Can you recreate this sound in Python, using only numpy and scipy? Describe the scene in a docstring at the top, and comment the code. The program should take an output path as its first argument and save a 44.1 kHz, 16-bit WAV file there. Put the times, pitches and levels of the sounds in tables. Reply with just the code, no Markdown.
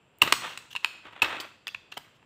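"""A flat steel blade pries at a ring inside a small hand-held metal housing, in a hard-walled room.
First the scrape rises and the blade taps and catches, loudest near 0.22 and 0.32 s; lighter taps follow.
Near 1.22 s comes another strong contact, then sparser, weaker ones; in all the blade slips hard twice.
Taps are noise-driven modes and swelling sines that the hand damps in milliseconds; scrapes are coloured
grains, bumps are low noise. The room answers with echoes and a tail; faint air and whine run throughout."""
import sys
import numpy as np
from scipy import signal
from scipy.fft import rfft, irfft, next_fast_len
from scipy.io import wavfile
from scipy.ndimage import uniform_filter1d

SR = 44100
rng = np.random.default_rng(int(sys.argv[2]) if len(sys.argv) > 2 else 0)


def dump_mix(stems):
    """Bounce the given channels to the path in sys.argv[1] as a 16-bit WAV at rate SR."""
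    frames = np.atleast_2d(stems).T  # one column per channel
    limited = np.clip(frames, -1, 1)  # hard clip at full scale
    pcm = np.round(limited * 32767).astype(np.int16)
    wavfile.write(sys.argv[1], SR, pcm)


N = 99225
TIME_S = np.arange(N) / SR

# Blade contacts: t/s, contact decay/s, knock level/dB, clank f/Hz, clank level/dB, shell level/dB,
# ring f/Hz, ring level/dB, rim f/Hz, rim level/dB, tick level/dB, tick slope/(dB/octave), room send/dB
CONTACTS = [(.1855, .0008, -70, 880, -78, -80, 2930, -72, 5000, -80, -58, 10, -4),
            (0.2182, 0.0018, -37.5, 1154, -23.5, -29, 2744, -8.5, 4200, -25, -25.5, -4, -2.5),
            (0.222, 0.0022, -34.5, 1053, -19.5, -24, 2804, -17, 4200, -25, -24.5, 2.5, -1.5),
            (0.2312, 0.0056, -32, 920, -41, -33, 3010, -30, 3700, -31, -39, 0, 4),
            (0.2747, 0.0071, -34, 1230, -31.5, -27, 3040, -36, 3800, -32, -44, -1, 2),
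            (0.3235, 0.0024, -33, 1057, -20, -15.5, 2840, -18.5, 3850, -16, -20, -5, 0.5),
            (0.5745, 0.0022, -65, 1100, -45, -43, 2660, -34.5, 3800, -40, -42, -4.5, 3.5),
            (0.7516, .003, -55, 1010, -34.5, -43, 2820, -32.5, 3500, -40, -52, -6, 0.5),
            (.762, 0.0015, -63, 1000, -51, -42.5, 2700, -25.5, 3500, -36.5, -43.5, -7, -2),
            (0.7674, 0.0016, -64, 1040, -56, -49, 2680, -32.5, 3600, -41, -55, -8, -3),
            (0.8455, .0016, -57, 1027, -29, -26, 2580, -19, 4400, -25, -36, -1, 0),
            (1.052, 0.0028, -50, 1180, -57, -49, 2720, -54.5, 3700, -70, -75, -1, 0),
            (1.1254, .001, -62, 1230, -54, -60, 2690, -54.5, 4200, -68, -72, 0.5, -3),
            (1.2191, 0.0069, -40.5, 913, -30, -23.5, 2610, -13, 3600, -23.5, -31, 1.5, -2.5),
            (1.228, 0.0027, -34, 950, -26, -29, 2600, -27, 4300, -37, -38.5, 5, -4),
            (1.2438, 0.0053, -45, 940, -36, -30, 2605, -25.5, 3600, -32.5, -46, -6, 7),
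            (1.3295, 0.0056, -45, 1210, -40.5, -37, 2600, -36.5, 3500, -48, -67, -3, 1),
            (1.366, 0.0043, -44, 1120, -59, -42, 2550, -38.5, 3690, -48.5, -63.5, -7, 0),
            (1.4008, 0.0086, -44, 1120, -54.5, -44.5, 3050, -36.5, 4650, -34, -41, -1, -1),
            (1.6696, 0.0025, -58, 1140, -42, -37, 3400, -35.5, 4560, -38.5, -51, 5, 4),
            (1.6794, 0.0013, -61, 1120, -48, -46, 2600, -33, 4840, -44, -44, 3, -10),
            (1.6878, .0019, -62.5, 900, -60, -51.5, 2710, -35.5, 3590, -62, -64, -4.5, -5),
            (1.7453, 0.0022, -66, 1203, -55.5, -41, 3370, -52, 3580, -46, -58, -2, -4),
            (1.7473, .001, -60, 1045, -46.5, -41, 2620, -30, 3580, -55.5, -69, -2.5, -3),
            (1.9219, 0.0046, -58, 920, -51, -43.5, 2713, -39.5, 3700, -44.5, -61.5, -0.5, 1.5),
            (1.9407, 0.0018, -61.5, 1194, -68.5, -60, 3220, -55, 4200, -59, -63, 5, -6),
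            (1.9704, 0.0028, -47, 737, -37, -39, 3110, -40.5, 4000, -47.5, -53, 0.5, 0.5),
            (1.976, 0.002, -50, 943, -40, -48, 3065, -40.5, 4830, -41.5, -44, 4, -2),
            (2.227, .0025, -64, 880, -59.5, -63, 2700, -64.5, 3600, -75, -84, 2.5, 3.5)]
# Modes of the housing's shell: f/Hz, level/dB, t60/s
SHELL_MODES = [(1286, 1, 0.016), (1460, -7, 0.035), (1720, 4.5, 0.0037), (1740, 4.5, 0.01),
               (1980, 2, 0.025), (2140, 0, .008)]
# Modes of the housing's rim: f/Hz, level/dB, t60/s
RIM_MODES = [(3294, 0, 0.0051), (3766, 6, 0.0039), (4180, -1, 0.0042), (4737, -3, 0.005),
             (5233, -10.5, 0.0092), (5634, -16, 0.003)]
# Faint lasting rings of the free steel: f/Hz, level re ring level/dB, t60/s
STEEL_MODES = [(905, -42, .5), (1434, -44, 1), (2630, -40, .6), (3080, -39, 0.4), (3278, -41, .5)]
# Spectrum of the dull knock: f/Hz, relative level/dB
KNOCK_SPECTRUM = [(30, -37.5), (100, -9.5), (250, 0), (450, 6), (650, -7.5), (900, -17), (3000, -50.5)]
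# Spectrum of the bright tick, before its slope: f/Hz, relative level/dB
TICK_SPECTRUM = [(3000, -17.5), (5500, -4.5), (6400, -3.5), (7200, 2.5), (8400, 1), (9700, -6.5),
                 (12000, -6.5), (13300, -7), (15200, -2.5), (16000, -15.5)]
# Level of the fluttering grit noise that swells and fades through the work: t/s, level before flutter/dB
GRIT_LEVEL = [(.17, -107), (.205, -65), (.235, -34.5), (.31, -40), (.38, -47), (.45, -38), (.52, -46.5),
              (.65, -63), (.8, -86), (.84, -46), (.9, -55), (1.03, -63.5), (1.07, -46), (1.1, -58),
              (1.16, -48), (1.205, -56), (1.235, -32), (1.34, -38), (1.44, -44.5), (1.53, -63),
              (1.62, -81.5), (1.9, -70.5), (2.05, -61), (2.22, -77)]
# Light skids of the edge: start t/s, length/s, level/dB
EDGE_SKIDS = [(0.214, 0.016, -38), (.385, .19, -46), (0.703, 0.023, -46), (0.725, .014, -42),
              (0.803, .012, -55), (0.833, 0.0094, -50), (1.916, 0.014, -45), (1.966, 0.0099, -48),
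              (2.14, .04, -64.5)]
# Spectrum of the grit noise: f/Hz, relative level/dB
GRIT_SPECTRUM = [(100, -28), (330, -4.5), (700, -4.5), (920, 0), (1400, 0), (2100, -2.5), (2650, -4),
                 (3500, -5.5), (5000, -28.5), (8000, -30), (10000, -39), (16000, -44)]
# Spectrum of the skids: f/Hz, relative level/dB
SKID_SPECTRUM = [(500, -19), (1600, -6), (2200, -14), (2750, 7.5), (3500, 0), (4800, -13), (6200, -8.5),
                 (9500, -23), (13000, -20.5), (16000, -22)]
# Housing shifting in the hand: t/s, level/dB, decay/s
HAND_BUMPS = [(.224, -32, 0.031), (.32, -42, 0.023), (.748, -49, 0.0087), (1.06, -59, 0.051),
              (1.125, -56, 0.024), (1.218, -39.5, .025), (1.272, -51, .025), (1.745, -57, .025),
              (1.97, -54.5, 0.036)]
# Spectrum of the bumps: f/Hz, relative level/dB
BUMP_SPECTRUM = [(20, 11.5), (45, -11.5), (110, 4.5), (200, -10), (400, -19.5), (1500, -59)]
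# Near reflections from table and walls: t/s, level/dB
NEAR_ECHOES = [(.0032, -20.5), (0.0124, -19)]
# Room decay knots, interpolated to band centres (where every t60 is positive): f/Hz, t60/s
ROOM_DECAY = [(150, 1.5), (500, -0.13), (1400, 0.56), (3000, 0.6142), (7000, 0.59), (14000, 0.33)]
# Room tail colour: f/Hz, relative level/dB
ROOM_SPECTRUM = [(100, 1.5), (500, 0.5), (1200, -1), (2700, -3.5), (4000, 1), (7500, 3), (11000, 1),
                 (15000, 7)]
# Spectrum of the room noise: f/Hz, relative level/dB
AIR_SPECTRUM = [(20, -36), (45, -7), (130, 1.5), (250, -5.5), (480, -4.5), (900, -8), (1700, -12.5),
                (2300, -13), (2700, -8), (4000, -24), (6300, -35), (8300, -31), (9500, -36), (16000, -43.5)]

KNOCK_DECAY_S, ATTACK_PER_CONTACT = .004, .3
CLANK_RISE_S, RING_RISE_S, RIM_RISE_S = .001, .0009, .0005
RISE_PER_CONTACT = 0.13  # added to clank and ring rise, per second of contact
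SIDE_RING_HZ, SIDE_RING_DB, SIDE_RING_T60_S = 2918, -12.5, .018
RIM_FOCUS_DB_PER_OCTAVE = 23.5  # fall of the rim modes away from the struck one
RIM_TONE_DB = -3
TICK_CENTRE_HZ = 9000
MODE_SPREAD_DB = 1.5
BODY_LOW_HZ, BODY_HIGH_HZ = 972, 6100
GRAINS_PER_S, GRAIN_SPREAD_DB, GRIT_FLUTTER_DB = 4000, 2.6, 2.6
BUMP_RISE_S = 0.0024
ROOM_DB, ROOM_DELAY_S = -11.5, .008
AIR_DB = -64.5
WHINE_HZ, WHINE_WIDTH_HZ, WHINE_DB = 7480, 380, -83.5
PEAK, MIC_LOW_HZ, CUTOFF_HZ = 1.3, 38, 15550


def from_db(db):
    """Decibels to gain."""
    return 10 ** (np.asarray(db) / 20)


def rms_one(x):
    """Scale to rms 1."""
    return x / np.sqrt(np.mean(x ** 2) + 1e-20)


def unit_hit(x):
    """Scale to the energy of 5 ms at rms 1."""
    return x * np.sqrt(.005 * SR / (np.sum(x ** 2) + 1e-20))


def at_hz(points, hz):
    """Interpolate a table linearly over log frequency."""
    f_hz, values = np.transpose(points)
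    return np.interp(np.log(np.maximum(hz, 1)), np.log(f_hz), values)


def colour(x, spectrum):
    """Causal minimum-phase filter: the folded cepstrum of the spectrum gives its phase."""
    size = 2 * next_fast_len(len(x))
    bins_hz = np.arange(size // 2 + 1) * SR / size
    cepstrum = irfft(np.log(from_db(at_hz(spectrum, bins_hz))))
    cepstrum[1:size // 2] *= 2
    cepstrum[size // 2 + 1:] = 0
    response = np.exp(rfft(cepstrum))
    return irfft(rfft(x, size) * response)[:len(x)]


def band_pass(x, low_hz, high_hz):
    """Second-order Butterworth band."""
    sos = signal.butter(2, [low_hz, high_hz], "band", fs=SR, output="sos")
    return signal.sosfilt(sos, x)


def add(out, start_s, x):
    """Mix x in at start_s, cut at the end."""
    i = int(np.clip(start_s * SR, 0, N - 1))
    out[i:i + len(x)] += x[:N - i]


def taps():
    """All contacts with the faint ring they leave in the steel; also their room send."""
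    out, sent, blows = np.zeros((3, N))
    for start_s, *settings, room_db in CONTACTS:
        hit = tap(*settings)
        ring_db = settings[6]
        add(out, start_s, hit)
        add(sent, start_s, from_db(room_db) * hit)
        add(blows, start_s, from_db([ring_db]))
    steel = sum(from_db(db) * mode(TIME_S, hz, t60_s) for hz, db, t60_s in STEEL_MODES)
    return out + signal.fftconvolve(blows, steel)[:N], sent


def tap(contact_s, knock_db, clank_hz, clank_db, shell_db, ring_hz, ring_db,
        rim_hz, rim_db, tick_db, slope_db):
    """A short gritty contact force: dull knock, low clank, shell and rim modes, main ring, bright tick."""
    t = TIME_S[:4096]
    attack = 1 - np.exp(-t / (ATTACK_PER_CONTACT * contact_s))
    force = rng.standard_normal((4, len(t))) * np.exp(-t / contact_s) * attack

    knock = colour(rng.standard_normal(len(t)) * np.exp(-t / KNOCK_DECAY_S), KNOCK_SPECTRUM)
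    clank = swell(t, clank_hz, CLANK_RISE_S + RISE_PER_CONTACT * contact_s)
    shell = struck(t, force[1], SHELL_MODES)

    side_ring = unit_hit(struck(t, force[0], [(SIDE_RING_HZ, 0, SIDE_RING_T60_S)]))
    ring = swell(t, ring_hz, RING_RISE_S + RISE_PER_CONTACT * contact_s)
    ring = ring + from_db(SIDE_RING_DB) * side_ring

    rim_modes = [(hz, db - RIM_FOCUS_DB_PER_OCTAVE * abs(np.log2(hz / rim_hz)), t60_s)
                 for hz, db, t60_s in RIM_MODES]
    rim = unit_hit(struck(t, force[2], rim_modes))
    rim = rim + from_db(RIM_TONE_DB) * swell(t, rim_hz, RIM_RISE_S)

    tilted = [(hz, db + slope_db * np.log2(hz / TICK_CENTRE_HZ)) for hz, db in TICK_SPECTRUM]
    tick = colour(force[3], tilted)

    layers = [(knock_db, knock), (clank_db, clank), (shell_db, shell),
              (ring_db, ring), (rim_db, rim), (tick_db, tick)]
    return sum(from_db(db) * unit_hit(x) for db, x in layers)


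def swell(t, hz, rise_s):
    """A main mode that builds up under the contact and dies in the hand; envelope peaks at rise_s."""
    return unit_hit(np.sin(2 * np.pi * hz * t) * t * np.exp(-t / rise_s))


def struck(t, force, modes):
    """The force rings modes of random strength; the small body radiates no bass."""
    out = np.zeros(len(t))
    for hz, db, t60_s in modes:
        ringing = signal.fftconvolve(force, mode(t, hz, t60_s))[:len(t)]
        out += from_db(db + rng.normal(0, MODE_SPREAD_DB)) * unit_hit(ringing)
    return band_pass(out, BODY_LOW_HZ, BODY_HIGH_HZ)


def mode(t, hz, t60_s):
    """A struck mode: sine with exponential decay."""
    return np.sin(2 * np.pi * hz * t) * from_db(-60 * t / t60_s)


def scrapes():
    """Steel grit coloured two ways: an uneven, fluttering grit noise and short bright skids of the edge."""
    slow_noise = uniform_filter1d(rng.standard_normal(N), size=260)
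    flutter = rms_one(uniform_filter1d(slow_noise, size=200))
    grit_db = np.interp(TIME_S, *np.transpose(GRIT_LEVEL)) + GRIT_FLUTTER_DB * flutter
    grit_noise = from_db(grit_db) * rms_one(colour(grit(), GRIT_SPECTRUM))

    skid_level = np.zeros(N)
    for start_s, length_s, db in EDGE_SKIDS:
        phase = np.clip((TIME_S - start_s) / length_s, 0, 1)
        skid_level += from_db(db) * np.sin(np.pi * phase)
    return grit_noise + skid_level * rms_one(colour(grit(), SKID_SPECTRUM))


def grit():
    """Random tiny catches of steel on steel: sparse signed impulses, rms 1."""
    sizes = from_db(GRAIN_SPREAD_DB * np.minimum(rng.exponential(1, N), 4))
    signs = rng.choice([-1, 1], N)
    caught = rng.random(N) < GRAINS_PER_S / SR
    return rms_one(sizes * signs * caught)


def bumps():
    """Dull thuds of the housing in the hand: low noise under quick-rising, decaying envelopes."""
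    level = np.zeros(N)
    for start_s, db, decay_s in HAND_BUMPS:
        rise = 1 - np.exp(-TIME_S / BUMP_RISE_S)
        add(level, start_s, from_db(db) * np.exp(-TIME_S / decay_s) * rise)
    return level * rms_one(colour(rng.standard_normal(N), BUMP_SPECTRUM))


def room(x):
    """Two near reflections and a diffuse noise tail that dies band by band."""
    edges_hz, response = np.geomspace(80, 17000, num=15), np.zeros(N)
    for low_hz, high_hz in zip(edges_hz, edges_hz[1:]):
        centre_hz = np.sqrt(low_hz * high_hz)
        band = band_pass(rng.standard_normal(N), low_hz, high_hz)
        decay_db = -60 * TIME_S / at_hz(ROOM_DECAY, centre_hz)
        add(response, ROOM_DELAY_S, band * from_db(at_hz(ROOM_SPECTRUM, centre_hz) + decay_db))
    response *= from_db(ROOM_DB) / np.sqrt(np.sum(response ** 2))
    for delay_s, db in NEAR_ECHOES:
        add(response, delay_s, from_db([db]))
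    return signal.fftconvolve(x, response)[:N]


def background():
    """Quiet coloured room noise with a thin, high, steady whine of narrow-band noise."""
    half_hz = WHINE_WIDTH_HZ / 2
    whine = rms_one(band_pass(rng.standard_normal(N), WHINE_HZ - half_hz, WHINE_HZ + half_hz))
    air = rms_one(colour(rng.standard_normal(N), AIR_SPECTRUM))
    return from_db(WHINE_DB) * whine + from_db(AIR_DB) * air


def scene():
    """The work on the housing, its room and the still air."""
    hits, sent = taps()
    handling = scrapes() + bumps()
    return (hits + handling + room(sent + handling) + background())[None]


def record(dry):
    """Peaks are rounded, the microphone drops the deepest bass, the top is cut."""
    rounded = PEAK * np.tanh(dry / PEAK)
    bass_cut = signal.butter(4, MIC_LOW_HZ, "high", fs=SR, output="sos")
    top_cut = signal.ellip(10, .3, 75, CUTOFF_HZ, fs=SR, output="sos")
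    return signal.sosfilt(top_cut, signal.sosfilt(bass_cut, rounded))


dry = scene()
out = record(dry)
dump_mix(out)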